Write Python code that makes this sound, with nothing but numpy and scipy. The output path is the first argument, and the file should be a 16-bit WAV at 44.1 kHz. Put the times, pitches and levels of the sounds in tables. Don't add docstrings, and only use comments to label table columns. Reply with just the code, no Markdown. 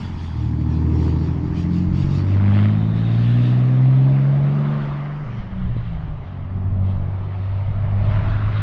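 import sys
import numpy as np
from scipy import signal
from scipy.io import wavfile
from scipy.ndimage import uniform_filter1d

SR = 44100
rng = np.random.default_rng(int(sys.argv[2]) if len(sys.argv) > 2 else 0)


def digitize_waveform(pressure):
    field = np.atleast_2d(pressure).T
    bounded = np.clip(field, -1, 1)
    quanta = np.round(bounded * 32767).astype(np.int16)
    wavfile.write(sys.argv[1], SR, quanta)


def to_linear_factor(level_db):
    exponent = np.asarray(level_db, float) / 20
    return 10 ** exponent


N = 380141
TIME = np.arange(N) / SR
THROTTLE_SHUT, THROTTLE_OPEN = 5.248, 6.28

# centre in seconds, length in seconds, centre in Hz, width in Hz, gain in dB.
FOCUS = [(.1, 1.7, 3400, 300, 7), (.02, .22, 3000, 260, 6.5), (0.33, 1.1, 241, 32, 8.5),
         (.95, .26, 1100, 150, 1), (1.0, 0.3, 440, 150, 6.5), (1.2, 1.8, 372, 33, 8),
         (.55, 0.49, 300, 14, 5.5), (0.64, 0.16, 335, 51, 4), (4.0, .5, 390, 45, 5.5),
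         (1.4, 0.24, 295, 30, 3), (2.1, .5, 320, 44, 4.5), (2.1, .35, 990, 250, 4.5),
         (5.36, 0.16, 118, 25, 3), (5.65, .15, 90, 20, 5), (8.2, 0.23, 190, 40, 6.5),
         (4.58, 0.4, 1200, 700, 3.5), (5.85, .3, 3880, 200, 5.5), (1.1, 5.5, 303.8, 24, 9),
         (2, 1.1, 290, 34, 2.5), (2.6, 0.48, 2100, 120, 3.5), (3.05, 0.72, 3660, 240, 7),
         (2.6, .2, 3200, 260, 4), (2.9, .15, 3900, 300, 5.5), (3.25, 0.65, 58, 16, 13.5),
         (3.33, 0.36, 2710, 200, 4.5), (3.33, 0.54, 1754, 220, 8.5), (4.5, 1.1, 597, 180, 6),
         (4.88, 0.55, 1150, 600, 5.5), (5.65, 1, 3050, 600, 5.5), (6.4, .14, 3300, 500, 3.5),
         (5.37, .16, 5660, 1200, 9.5), (6.87, 0.12, 2044, 150, 10), (8.08, 0.5, 625, 90, 3.5),
         (5.07, 0.27, 1150, 400, 2.5), (8.2, 0.25, 1000, 240, 5), (8.33, 0.34, 1512, 330, 9.5),
         (8.45, .15, 1100, 250, 5.5), (8.55, 0.11, 3700, 900, 6.5)]
# as above, with a loss as negative dB.
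DIPS = [(0.16, .5, 512, 90, -10), (1.9, .3, 370, 40, -5.5), (1.45, .4, 410, 50, -2),
        (1.55, .5, 350, 30, -5), (4.3, 0.4, 365, 40, -5), (4.75, .7, 275, 40, -5.5),
        (5.3, .5, 624, 120.2, -4.5), (6.5, 0.68, 498, 120.5, -5.5), (7.71, 0.98, 477, 119.8, -3.5),
        (1.897, .6, 410, 50.1, -6), (2.0, .4, 199.3, 40, -6), (2.956, .5, 386, 110, -4.5),
        (3.002, .6, 521, 90.3, -5), (4.505, .6, 255.5, 49.8, -4.5), (4.7, .5, 314.5, 39.8, -5),
        (5.295, .35, 196.7, 39.9, -4.5), (6.9, .25, 2297, 700, -4.5), (5.22, .2, 3600, 1400, -5.5),
        (5.6, 1.1, 2520, 300, -5.5), (7, .1, 98, 30, -5.5), (6.13, .12, 74, 30, -6.5),
        (6.45, .4, 320, 30, -5.5), (6.7, .4, 329.6, 80.4, -7), (7.251, .15, 150, 39.8, -4),
        (7.914, .6, 318.5, 119.5, -4.5), (2.6, .3, 6480, 2500, -6), (1.2, .4, 8550, 2496, -4)]


def evened(x):
    return x / np.sqrt(np.mean(abs(x) ** 2) + 1e-20)


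def curves(rows, t=TIME):
    s, *columns = np.transpose(rows)
    return [np.interp(t, s, column) for column in columns]


def bell(s, length, t):
    return np.exp(-(2 * (t - s) / length) ** 2)


def bells_db(rows, t):
    return sum(db * bell(s, length, t) for s, length, db in rows) + 0 * t


def swells(rows, calm_db):
    t = TIME[::64]
    power = to_linear_factor((calm_db + 0 * TIME)[::64]) ** 2
    power = power + sum((to_linear_factor(db) * bell(s, length, t)) ** 2 for s, length, db in rows)
    return np.interp(TIME, t, 10 * np.log10(power))


def lifted(rings, hz):
    return sum(db / (1 + (2 * (hz - ring_hz) / width) ** 2) for ring_hz, width, db in rings) + 0 * hz


def focused(t, hz, below_hz):
    return sum(lifted([ring], hz) * bell(s, length, t)
               for s, length, *ring in FOCUS + DIPS if ring[0] < below_hz)


def drift(hz, count, t):
    f = np.geomspace(hz / 12, hz, num=16) * rng.uniform(.85, 1.15, (count, 16))
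    start = rng.random((count, 16))
    few = TIME[::256]
    rows = []
    for rates, starts in zip(f[:, :, None], start[:, :, None]):
        waves = np.sin(2 * np.pi * (rates * few + starts)) / np.sqrt(rates)
        rows.append(np.interp(t, few, evened(waves.sum(0))))
    return rows


def noise(colour, patchy_db, rings=(), far=None, leaves=(0, 1), air_db=0., size=1024):
    hop = size // 4
    frames, hz = N // hop + 5, np.fft.rfftfreq(size, 1 / SR)
    a, b, patches = rng.standard_normal((frames, len(hz), 3)).T
    patches = uniform_filter1d(patches, size=3, axis=0)
    patches = evened(uniform_filter1d(patches, size=16, axis=1))
    t = np.arange(frames) * hop / SR

    def colour_db(rows):
        f, db = np.transpose(rows)
        return np.interp(np.log(hz + 1), np.log(f + 1), db, left=-120, right=-120)[:, None]

    away = np.interp(t, leaves, (0, 1))
    db = (1 - away) * (colour_db(colour) + lifted(rings, hz)[:, None]) + away * colour_db(far or colour)
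    db -= air_db * t * (hz[:, None] / 6000) ** 2
    bands = np.transpose([lifted([ring], hz) for _, _, *ring in FOCUS + DIPS])
    db += bands @ [bell(s, length, t) for s, length, *_ in FOCUS + DIPS]
    gain = to_linear_factor(db)
    gain = gain / np.linalg.norm(gain, axis=0) * to_linear_factor(patchy_db * patches)
    return evened(signal.istft((a + 1j * b) * gain, nperseg=size, noverlap=size - hop)[1][:N])


def slaps(rows):
    out = np.zeros(N)
    for s, db, hz in rows:
        near = slice(round(SR * (s - 2 / hz)), round(SR * (s + 2 / hz)))
        u = (TIME[near] - s) * hz * np.pi
        out[near] += to_linear_factor(db) * (1 - 2 * u ** 2) * np.exp(-u ** 2)
    return out


def wind():
    # frequency in Hz, level in dB per Hz.
    wind_colour = [(8, -11.5), (20, -1), (45, -5), (70, -5), (130, -7), (220, -24.5), (400, -34.5),
                   (700, -56.5)]
    # centre in seconds, length in seconds, peak in dB.
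    gusts = [(.1, 0.72, -32.5), (1.52, 0.4, -31), (1.92, .11, -22.5), (2.1, 0.11, -23), (2.33, 0.59, -29.5),
             (2.83, .1, -28), (2.95, 0.1, -29), (3.15, 0.37, -38.5), (3.88, .2, -38.5), (4.11, 0.12, -34.5),
             (4.26, 0.1, -41), (4.43, 0.1, -37), (4.72, .18, -37), (4.9, 0.22, -34), (5.3, 0.41, -32.5),
             (5.43, .1, -26.5), (5.55, 0.13, -26), (5.67, 0.19, -21.5), (5.79, 0.097, -22),
             (6.04, 0.53, -25.5), (6.46, 0.13, -25.5), (6.56, .06, -24.5), (6.71, 0.32, -25),
             (7.0, 0.35, -26.5), (7.22, 0.18, -28), (7.39, 0.093, -28), (7.53, 0.12, -27.5),
             (7.75, 0.27, -21.5), (8.12, 0.77, -19), (8.48, 0.4, -25)]
    # time in seconds, peak in dB, pitch in Hz.
    pops = [
        (2.049, -17, 40),
        (5.7654, -14.5, 130),
        (5.766, -24, 340),
        (5.954, -19, 44),
        (6.081, -28, 213.7),
        (7.749, -28, 60),
    ]
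    level_db = swells(gusts, calm_db=-51.5) - 2.0
    return to_linear_factor(level_db) * noise(wind_colour, patchy_db=1.0, size=4096) + slaps(pops)


def tyres(cycles, firing_db, weak_db):
    # frequency in Hz, level in dB per Hz.
    tyre_colour = [(30, -25.5), (70, -6.5), (150, -4.5), (250, -4.5), (350, -9.5), (500, -24.5), (800, -33)]
    # centre in seconds, length in seconds, change in dB.
    roar_swells = [
        (.8, .5, -3.5),
        (2.4, .9, -3),
        (4.901, 1.1, 6.5),
        (7.5, 1.8, -4.5),
    ]
    chug = 1 + .6 * np.exp(-TIME / 3) * np.cos(2 * np.pi * 3 * cycles - 1)
    level_db = 0.34 * firing_db + 0.83 * weak_db - 8.0 + bells_db(roar_swells, TIME)
    return chug * to_linear_factor(level_db) * noise(tyre_colour, patchy_db=0.5, size=4096)


def hiss():
    # frequency in Hz, level in dB per Hz.
    near_colour = [(1500, -26), (2600, -1), (3500, -6), (4500, -4.5), (5500, -10), (7000, -16), (8500, -23),
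                   (10000, -28.5), (13000, -36.5), (16000, -50.5)]
    far_colour = [(1500, -31), (2600, -0.5), (3500, -3), (4500, -10), (5500, -18), (7000, -22), (8500, -24),
                  (10000, -36.5), (13000, -43.5), (16000, -55)]
    # pitch in Hz, width in Hz, gain in dB.
    duct_rings = [(3400, 220, 4), (4670, 250, 5.5), (5600, 180, 5.5), (6660, 320, 3.5)]
    # centre in seconds, length in seconds, peak in dB.
    puffs = [(.03, .16, -54), (.24, 0.19, -56.5), (.41, 0.14, -60), (.74, .16, -61), (1.04, 0.25, -55.5),
             (1.25, 0.16, -58), (1.47, 0.11, -66), (1.6, 0.11, -53), (1.77, 0.14, -54.5), (2.01, 0.15, -52),
             (2.16, 0.15, -51), (2.33, 0.16, -55.5), (2.59, 0.25, -49.5), (2.8, 0.25, -58.5),
             (2.98, 0.081, -55.5), (3.28, 0.63, -50), (3.47, 0.15, -50.5), (3.95, 1.7, -59),
             (4.75, 0.62, -59.5), (5.37, 0.12, -66), (5.62, 0.24, -67), (5.87, 0.43, -63), (6.3, 0.14, -65),
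             (6.91, 0.16, -62), (7.55, 0.94, -61.5), (8.12, 0.25, -55), (8.31, .14, -56), (8.6, 0.14, -52),
             (8.4, 0.54, -56)]
    air = noise(near_colour, far=far_colour, leaves=(2.2, 2.45), patchy_db=3.0, rings=duct_rings,
                air_db=1.33, size=512)
    calm_db = -63.5 - 1.3 * TIME
    return to_linear_factor(swells(puffs, calm_db) + 5.0) * air


def rasp(cycles):
    # time in seconds, low rasp in dB, upper rasp in dB relative to the low.
    gas_flow = [(0, -44.5, -0.5), (.53, -46.5, -3), (.96, -38.5, -8.5), (1.8, -45.5, -1.5), (2.2, -42, -2),
                (2.6, -36, 0.5), (2.88, -42.5, -2.5), (3.27, -41, 1.5), (3.84, -38.5, -4),
                (4.37, -37.5, -5), (4.8, -37.5, 0.5), (5.5, -45.5, -0.5), (6.78, -45, -6.5),
                (6.84, -41.5, -8.5), (7.75, -42, -4.5), (8.04, -35.5, -6), (8.16, -36.5, 0.5),
                (8.62, -42, 5.5)]
    # frequency in Hz, level in dB per Hz.
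    low_near = [(240, -34), (400, -7.5), (459, -8.5), (527, -23.5), (611, -6), (681, -12.5), (898, -3),
                (1300, -20), (1690, -49), (2860, -120)]
    low_far = [(240, -31.5), (400, -5), (455, -11.5), (605, -3.5), (830, -9), (1120, -12.5), (1300, -15),
               (1690, -37), (2860, -120)]
    upper_colour = [(600, -28), (900, -5.5), (1150, 1.5), (1500, -2.5), (2100, -2.5), (2600, -10),
                    (3600, -17.5), (5000, -23.5), (7000, -33.5), (10000, -56), (15000, -71)]
    # centre in seconds, length in seconds, added share of chopping.
    crackles = [
        (1.1, .4, .17),
        (2.58, .7, .3),
        (8.3, .9, .12),
    ]
    # time in seconds, extra strength in dB.
    cracks = [(2.429, 3), (2.47, 1), (2.686, 0), (2.481, 4), (2.52, 3), (2.539, 4.5), (2.55, 2.5),
              (2.569, 2.5), (2.589, 5.5), (2.599, 2), (2.627, 4), (2.657, 4), (2.704, 4), (2.732, 2)]
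    # time in seconds, peak in dB, pitch in Hz.
    snaps = [
        (1.0305, -31, 1100),
        (1.0808, -25, 1000),
        (2.5897, -19, 1800),
        (2.6285, -26, 1500),
        (2.6585, -26, 1700),
    ]
    low_db, upper_db = curves(gas_flow)
    share = .33 - .025 * TIME + bells_db([(s, length, more) for s, length, more in crackles], TIME)
    firings = 6 * cycles + .3
    extra_db = 1.3 * rng.standard_normal(N // 20)
    for s, db in cracks:
        extra_db[round(np.interp(s, TIME, firings))] = db
    strength = to_linear_factor(extra_db)[firings.astype(int)]
    chop = evened(strength * np.exp(-(firings % 1) / .16))
    gate = uniform_filter1d(1 - share + share * chop, size=20)
    low = noise(low_near, far=low_far, leaves=(.8, 2.6), patchy_db=1.0) * (1 + 0.2 * (gate - 1))
    high = noise(upper_colour, patchy_db=1.8, air_db=1.0, size=512)
    crackle_filter = signal.butter(4, 4300, fs=SR, output="sos")
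    body = signal.sosfiltfilt(crackle_filter, high)
    high = body * gate + (high - body) * (1 + .25 * (gate - 1))
    return to_linear_factor(low_db - 0.47) * low + to_linear_factor(low_db + upper_db - 0.96) * high + slaps(snaps)


def exhaust(cycles, hz, firing_db, beat_db, second_db, weak_db):
    # order numbers, then the strength of each in dB.
    orders = [3, 4, 5, 7, 8, 10, 11, *range(13, 34), 36, 37, 39]
    orders_db = [-19.5, -22, -16, -20.5, -5, -5.5, -11.5, -11.5, -18.5, -8, -17, -21, -11, -18.5, -24.5,
                 -13, -24, -16.5, -16.5, -33, -30, -19, -32.5, -25, -25.5, -33.5, -37, -23, -24.5, -31,
                 -33.5]
    order_swells = {7: [(1.75, .5, 4.5), (7.75, .5, 7)], 8: [(1.6, 2.2, -5), (7.8, .5, 8)],
                    10: [(.9, 1.1, 4), (2.75, .5, 4), (4.5, 1.1, -11)], 11: [(.2, .5, 7), (3.25, .5, 7),
                    (7.3, 1.3, 7.5)], 13: [(1.25, .5, 2.5), (2.3, .6, 5.5), (3.75, 0.55, -3),
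                    (5.2, .5, -7)], 14: [(1.95, .9, 7)], 16: [(1.25, 0.55, 6), (4.25, .5, -4)],
                    17: [(.2, .5, 8), (1.9, .9, 6), (6.3, .4, 12)], 18: [(1.25, .5, -9), (3.75, .5, 3),
                    (6.7, 1.3, -4.5)], 19: [(1.0, 1.0, 8.5)], 20: [(.75, .5, -5), (1.8, 0.64, 7.5)],
                    22: [(1.75, .5, 5.5)], 21: [(1.58, .45, 2.5)], 25: [(.75, .5, 5.5), (1.75, .5, 3.5),
                    (3.0, 1.2, 5)], 26: [(2.0, .9, 6.5), (3.2, .5, 4.5)], 27: [(2.4, .8, 5)],
                    28: [(1.75, .5, 10)], 32: [(3.25, .5, 8.5)], 5: [(5.42, 0.18, 4.5)],
                    23: [(1.35, .3, -4.5)], 24: [(1.35, .3, -5)], 33: [(1.8, 1.1, -8)],
                    36: [(1.75, .6, -6.5)]}
    clear_tones = {17: [(6.42, .35, -50)], 18: [(8.25, .5, -52)], 23: [(7.15, 1.3, -53)],
                   24: [(3.4, .8, -53), (6.75, .5, -52)], 27: [(4.1, 1.3, -52)], 30: [(3.4, 1.1, -52),
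                   (7.0, .9, -58)], 33: [(1.0, .45, -50), (3.9, 1.0, -57)], 36: [(2.47, .5, -50),
                   (3.4, 1.0, -55), (6.82, .5, -54), (8.05, .6, -46)], 37: [(8.2, .5, -50)],
                   39: [(2.6, .5, -52), (7.2, .5, -57), (8.12, .5, -46)]}
    t = TIME[::8]
    few = t[::32]
    turn = 2 * np.pi * cycles
    waver = drift(14, count=6, t=t)
    overrun = uniform_filter1d(1. * (t > THROTTLE_SHUT) * (t < THROTTLE_OPEN), size=40)
    since = np.maximum(t - THROTTLE_SHUT, 0)
    bite = bell(.5, .7, t)
    firing_db = firing_db - 14 * overrun * np.exp(-since / .12)
    out = to_linear_factor(firing_db + .8 * waver[0]) * np.cos(6 * turn + .08 * waver[1])
    out += to_linear_factor(beat_db + 1.5 * waver[2]) * np.cos(9 * turn - 1 - .55 * bite + .2 * waver[3])
    out += to_linear_factor(second_db + 1.5 * waver[4]) * np.cos(12 * turn - 2 - 1.1 * bite + .2 * waver[5])

    fades, slips = drift(5, count=len(orders), t=t), drift(6.6, count=len(orders), t=t)
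    pull = bell(3.9, 2.2, t)
    weak, power = np.zeros(len(t)), np.zeros(len(t))
    for k, db, fade, slip in zip(orders, orders_db, fades, slips):
        grounded_db = -1.1 * (k * hz / 1800) ** 2 * np.minimum(t, 5.5)
        grounded_db += 4.6 * (k == 15) * (t > THROTTLE_OPEN)
        grounded_db += 9 * (k > 24 and k % 3 == 0) * pull
        echo_db = np.interp(t, few, focused(few, k * hz[::32] / 6, below_hz=800))
        gain = to_linear_factor(db + grounded_db + echo_db)
        power += gain ** 2 * (k > 7)
        if k % 3:
            start = k * k
        else:
            start = -2.6 if k % 6 else -1.2
        limp_db = {3: 14, 5: 21, 8: 5}.get(k, 0) * overrun * np.exp(-since / 6.1)
        limp_db = limp_db + np.interp(t, few, bells_db(order_swells.get(k, []), few))
        tone = to_linear_factor(2.6 * fade) * np.cos(k * turn + start + .024 * k * (1 - .5 * pull) * slip)
        weak += gain * to_linear_factor(limp_db) * tone
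        for s, length, peak_db in clear_tones.get(k, []):
            out += to_linear_factor(peak_db) * bell(s, length, t) * tone
    tones = np.sqrt(2) * (out + to_linear_factor(weak_db - 3.0) * weak / np.sqrt(power))
    return signal.resample_poly(tones, up=8, down=1, padtype="line", window=("kaiser", 10))[:N]


def scene():
    # time in seconds, firing rate in Hz.
    speed = [(0, 92.2), (.22, 86.2), (.4, 77.07), (.95, 80.3), (1.15, 80.87), (1.87, 89.3), (2.5, 100.5),
             (3.3, 118.8), (3.85, 129.8), (4.4, 140.2), (4.72, 146), (4.9, 141.5), (5.22, 148.7),
             (5.5, 129.2), (6.33, 91.9), (6.52, 94.6), (7.3, 95.8), (8.62, 104.8)]
    # time in seconds, firing tone in dB, weaker orders in dB.
    load = [(0, -32, -31.5), (.33, -29.5, -33.5), (.44, -24, -27.5), (.95, -19.5, -21.5), (1.52, -27, -24),
            (2.1, -22, -25), (2.88, -19, -27.5), (3.9, -12, -29.5), (4.55, -17, -30), (5.08, -27.5, -37.5),
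            (5.5, -39, -41.5), (6.18, -38.5, -45), (6.6, -22.5, -35.5), (6.9, -21.5, -32.5),
            (7.26, -25.5, -38.5), (7.9, -18.5, -44.5), (8.3, -20.5, -33), (8.62, -18.5, -43)]
    # centre in seconds, length in seconds, peak in dB.
    firing_swells = [
        (1.18, .3, -24),
        (1.87, .15, -29),
        (2.5, 0.63, -15.5),
        (3.3, 0.46, -24.5),
        (5.26, 0.31, -28.5),
        (5.76, 0.31, -24),
        (6.05, 0.1, -43),
        (6.83, 0.22, -19.5),
    ]
    beat_swells = [(.44, 0.19, -21), (.66, 0.22, -22), (.93, 0.26, -25.5), (1.36, 0.37, -32),
                   (1.76, 0.16, -26), (2.07, 0.38, -21.5), (2.93, 0.76, -24.5), (3.52, 0.24, -28),
                   (3.74, .15, -30.5), (4.1, 0.55, -35), (4.55, 0.63, -29), (5.4, 0.22, -38.5),
                   (5.62, 0.21, -27), (6.05, 0.5, -32.5), (6.71, 0.2, -35), (6.38, 0.28, -35.5),
                   (7.05, 0.25, -30.5), (7.26, 0.16, -33.5), (7.75, 0.52, -41.5), (8.03, 0.14, -36),
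                   (8.22, 0.22, -33.5), (8.58, .13, -30)]
    second_swells = [(.77, 0.18, -29), (1.77, 0.39, -21.5), (2.63, 0.51, -23), (3.5, 0.88, -32),
                     (4.1, 0.58, -33), (6.36, 0.18, -39), (6.6, 0.2, -35), (6.87, .26, -29),
                     (7.75, 0.41, -43), (7.99, 0.33, -36), (8.4, 0.46, -42)]
    (hz,), (firing_db, weak_db) = curves(speed), curves(load)
    firing_db = swells(firing_swells, firing_db)
    beat_db = swells(beat_swells, weak_db - 6.5)
    hidden_db = -11 * np.clip((TIME - THROTTLE_SHUT) / .12, 0, 1)
    ground_loss_db = np.clip(2 * (2 * hz - 269.9), 0, 10.5)
    second_db = swells(second_swells, weak_db - 4.5 + hidden_db) - ground_loss_db
    cycles = np.cumsum(hz) / SR / 6
    known_firing = 2.5888
    cycles += (-6 * np.interp(known_firing, TIME, cycles) - .3) % 1 / 6
    tones = exhaust(*(c[::8] for c in (cycles, hz, firing_db, beat_db, second_db, weak_db)))
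    return (wind() + tyres(cycles, firing_db, weak_db) + hiss() + rasp(cycles) + tones)[None]


def roll_off(x):
    return signal.sosfilt(signal.butter(12, 15600, fs=SR, output="sos"), x)


def record(dry):
    ceiling = .46
    held = dry / (1 + (dry / ceiling) ** 6) ** (1 / 6)
    held = held * np.sin(np.pi / 2 * np.minimum(TIME / .002, 1))
    return roll_off(held + to_linear_factor(-99) * rng.standard_normal(dry.shape))


dry = scene()
out = record(dry)
digitize_waveform(out)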